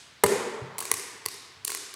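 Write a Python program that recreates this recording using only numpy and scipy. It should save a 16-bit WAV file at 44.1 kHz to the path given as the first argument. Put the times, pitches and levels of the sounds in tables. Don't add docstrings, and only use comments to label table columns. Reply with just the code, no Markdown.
import sys
import numpy as np
from scipy import signal
from scipy.fft import rfft, irfft
from scipy.io import wavfile

SR = 44100
rng = np.random.default_rng(int(sys.argv[2]) if len(sys.argv) > 2 else 0)


def how_loud(loudness_db):
    steps = np.asarray(loudness_db, float) / 20
    return 10 ** steps


def wrap_up_sound(samples):
    columns = np.atleast_2d(samples).T
    tamed = np.clip(columns, -1, 1)
    steps = np.round(tamed * 32767).astype(np.int16)
    wavfile.write(sys.argv[1], SR, steps)


N = 85995
LEAD_IN = int(0.4 * SR)
TOTAL = N + LEAD_IN

# frequency in Hz, level in dB.
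HUM_COLOUR = [(40, 15), (80, 8.5), (200, 0), (500, -4.5), (1500, 1.5), (4000, -2), (9000, -18),
              (16000, -30)]
# frequency in Hz, level in dB, T60 in seconds.
HALL_TAIL = [(108, -17, 1), (246, 0.5, 1.5), (430, 2.5, 0.86), (990, -8, 2.09), (2310, 0.5, 1.2),
             (5560, 4.5, 0.85), (10970, -0.5, 0.55), (15800, -12, 0.4)]
# delay in ms, level in dB.
SURFACE_SLAPS = [
    (10, -19),
    (24.3, -8),
    (54, -19),
    (63, -22),
    (81, -19),
]
# frequency in Hz, width in octaves.
COLOUR_BLUR = [(500, .2), (4000, .7)]
# start in seconds, level in dB, frequency in
# Hz, T60 in seconds.
TABLE_THUMPS = [
    (.244, -24.5, 112, 0.11),
    (0.614, -27.5, 134, 0.2),
    (.925, -40, 78, 0.11),
    (1.256, -39.5, 112, 0.068),
    (1.562, -49, 97.7, 0.3),
]
# frequency in Hz, level in dB, T60 in seconds.
TABLE_MODES = [(209.6, -14, 0.27), (286, -8.5, 0.12), (407.5, -14.5, 0.3), (462, -5, 0.042),
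               (596, -6.5, 0.067), (814, -0.5, 0.028), (997, 0.5, 0.024), (1234, -0.5, 0.081),
               (1777, -1.5, 0.042), (1860, -6.5, 0.042), (2113, 4.5, 0.018), (2870, -32, 0.0043)]
# delay in ms, level in dB.
LANDING_PUSHES = [
    (0, -1),
    (2.4, 3.5),
    (4.4, 4),
]
# frequency in Hz, level in dB, T60 in seconds.
BODY_MODES = [(445, -11, .03), (1100, -5, .022)]
# frequency in Hz, level in dB, T60 in seconds.
SHELL_MODES = [(3400, -13, .004), (4650, -8, .006), (5900, -13, .003), (7000, -11, .003), (7900, -5, .004),
               (8700, -3, .004), (9700, 0, .005), (10600, -2, .004), (12100, -6, .003), (13500, -10, .002),
               (15000, -14, .002)]
# start in seconds, length in ms.
DENT_TIMES = [(.7826, 5), (.7892, 3), (.8036, 5), (.8135, 2), (.8243, 3.5), (.8536, 1.5), (.9152, 2),
              (1.2558, 2), (1.2606, 2.8), (1.6483, 1), (1.650, 2), (1.6786, 2.4), (1.695, 1.2), (1.7025, 3),
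              (1.7188, 2), (1.7485, 1.8), (1.940, 2.5)]
# level in dB, brightest frequency in Hz, body share in dB,
# body frequency in Hz, share sent to the hall in dB.
DENT_TONES = [(-18.5, 16000, -13, 2100, 5), (-18.5, 28000, -9.5, 960, -11), (-17.5, 3900, -17, 2300, 0),
              (-38, 21000, 9, 1200, -2), (-25.5, 21000, -3.5, 1640, 10.5), (-18.5, 5900, -10.5, 2330, -2),
              (-3.5, 12800, -11.5, 1986, -2.5), (-25, 5000, -12, 1480, 3), (-10.5, 5900, -12, 1987, -2.5),
              (-16.5, 7000, -20.5, 2500, 9.5), (-12, 8100, -28, 1940, 4), (-11.5, 6100, -18, 1840, -9),
              (-24, 4000, -4.5, 1540, 5), (-20.5, 3800, -8, 2200, -1), (-21, 4200, -6, 1410, -1.5),
              (-16, 6800, -12, 2000, 1.5), (-26.5, 5800, -16, 2300, 0)]


def filtered(x, order, hz, kind="lowpass"):
    return signal.sosfilt(signal.butter(order, hz, kind, fs=SR, output="sos"), x)


def colour(points, column, hz):
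    p = np.array(points)
    return np.interp(np.log(hz), np.log(p[:, 0]), p[:, column])


def peak(x, db):
    return x * how_loud(db) / np.abs(x).max()


def add(out, start_s, x):
    i = LEAD_IN + int(start_s * SR)
    out[i:i + len(x)] += x[:TOTAL - i]


def ring(strike, modes, spread_db=0.0, detune=0.0):
    chance = rng.standard_normal((len(modes), 2))
    out = 0
    for (hz, db, t60), (a, b) in zip(modes, chance):
        mode_hz = min(hz * (1 + detune * a), 0.45 * SR)
        pole = np.exp(2j * np.pi * mode_hz / SR - np.log(1000) / (t60 * SR))
        out = out + how_loud(db + spread_db * b) * signal.lfilter([1], [1, -pole], strike).imag
    return out


def hum():
    hz = np.fft.rfftfreq(N, 1 / SR) + 1
    x = irfft(rfft(rng.standard_normal(N)) * how_loud(colour(HUM_COLOUR, 1, hz)), N)
    return x * how_loud(-54) / x.std()


def hall_tail():
    level_db, build_ms, onset_ms = -35.5, 49, 4
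    t = np.arange(TOTAL) / SR
    f = np.fft.rfftfreq(TOTAL, 1 / SR) + 1
    noise = rfft(rng.standard_normal(TOTAL))
    tail = 0
    for hz in 60 * 2 ** (np.arange(25) / 3):
        band = np.cos(np.clip(np.log2(f / hz) * 3, -1, 1) * np.pi / 2) ** 2
        fade_db = colour(HALL_TAIL, 1, hz) - 60 * t / colour(HALL_TAIL, 2, hz)
        tail = tail + irfft(noise * band, TOTAL) * how_loud(fade_db)
    build = 1 - np.exp(-np.maximum(t * 1000 - onset_ms, 0) / build_ms)
    return tail * how_loud(level_db) * build


def surface_slaps():
    smear_ms = 2.0
    response = np.zeros(6000)
    for ms, db in SURFACE_SLAPS:
        smear = rng.standard_normal(600) * 0.15 * np.exp(-np.arange(600) / SR * 1000 / smear_ms)
        smear[0] = 1
        i = int(ms * SR / 1000)
        response[i:i + 600] += how_loud(db) * smear / np.sqrt(np.sum(smear ** 2))
    return response


def spread(x):
    power = np.cumsum(np.abs(rfft(x, 16384)) ** 2)
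    k = np.arange(len(power))
    half = 2 ** (colour(COLOUR_BLUR, 1, (k + 1) * SR / 16384) / 2)
    lo = k / half - 1
    hi = np.minimum(k * half + 1, k[-1])
    mean = (np.interp(hi, k, power) - np.interp(lo, k, power)) / (hi - lo)
    return np.roll(irfft(np.sqrt(mean)), 512)[:4096]


def thump(db, hz, t60):
    push = np.zeros(12000)
    push[:400] = np.hanning(400)
    push = push * rng.uniform(0.38, 1, 12000)
    return peak(ring(push, [(hz, 0, t60), (hz * 1.3, -3, t60 * 2.1)]), db)


def snaps(length_ms, first):
    snaps_per_ms, spread_db = 12, 4.0
    when, size, side = rng.random((3, 2048))
    t_ms = np.arange(2048) / SR * 1000
    hit = when < snaps_per_ms * 1000 / SR
    level = how_loud(-spread_db * np.log(size + 0.05) - 9)
    x = hit * level * np.sign(side - 0.5) * np.exp(-(t_ms / length_ms) ** 2)
    x[0] = first
    return x


def dent(length_ms, db, bright_hz, body_db, body_hz, first=1.0):
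    bright_db, bright_oct = 7.0, 0.4
    body_t60_s, push_ms = 0.014, 0.08
    x = snaps(length_ms, first)
    lifted = []
    for hz, mode_db, t60 in SHELL_MODES:
        lift_db = bright_db * np.exp(-(np.log2(hz / bright_hz) / bright_oct) ** 2)
        lifted.append((hz, mode_db + lift_db, t60))
    shell = filtered(ring(x, lifted, spread_db=1.5, detune=0.02), 2, 2600, "highpass")
    push = np.exp(-np.arange(2048) / SR * 1000 / push_ms) + 0.033 * x
    body = filtered(ring(push, BODY_MODES + [(body_hz, 0, body_t60_s)]), 4, 330, "highpass")
    return peak(shell, db) + peak(body, db + body_db)


def landing():
    level_db, crackle_db, push_ms = -2.5, -0.5, 0.55
    strike = np.zeros(12000)
    push = np.hanning(int(push_ms * SR / 1000) + 3)
    for ms, db in LANDING_PUSHES:
        i = int(ms * SR / 1000)
        strike[i:i + len(push)] += how_loud(db) * push
    y = peak(filtered(ring(strike, TABLE_MODES), 2, 160, "highpass"), level_db)
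    y[30:2078] += dent(5.5, level_db + crackle_db, 5500, -17.0, 1430, first=0)
    return y


def scene():
    response, tail, air = surface_slaps(), hall_tail(), hum()
    # start in seconds, sound, share sent to the hall in dB
    hits = [(0.2364, landing(), 1.0)]
    hits.append((-0.3, dent(15.0, -10, 6500, -16.5, 1750), 0))
    for start_s, db, hz, t60 in TABLE_THUMPS:
        hits.append((start_s, thump(db, hz, t60), 4))
    for (start_s, ms), (db, hz, body_db, body_hz, hall_db) in zip(DENT_TIMES, DENT_TONES):
        hits.append((start_s, dent(ms, db, hz, body_db, body_hz), hall_db))

    direct, to_hall = np.zeros(TOTAL), np.zeros(TOTAL)
    for start_s, x, hall_db in hits:
        add(direct, start_s, x)
        add(to_hall, start_s - 512 / SR, how_loud(hall_db) * spread(x))

    low = filtered(direct, 1, 2000)
    slaps = signal.fftconvolve(direct - (1 - how_loud(-5)) * low, response)
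    slaps = filtered(slaps, 2, 12000)
    far = signal.fftconvolve(to_hall, tail)
    return (direct[LEAD_IN:] + slaps[LEAD_IN:TOTAL] + far[LEAD_IN:TOTAL] + air)[None]


def roll_off(x):
    return signal.sosfilt(signal.butter(12, 17080, fs=SR, output="sos"), x)


def record(dry):
    x = filtered(dry, 4, 90, "highpass")
    x = filtered(x, 8, 15900)
    return roll_off(x)


dry = scene()
out = record(dry)
wrap_up_sound(out)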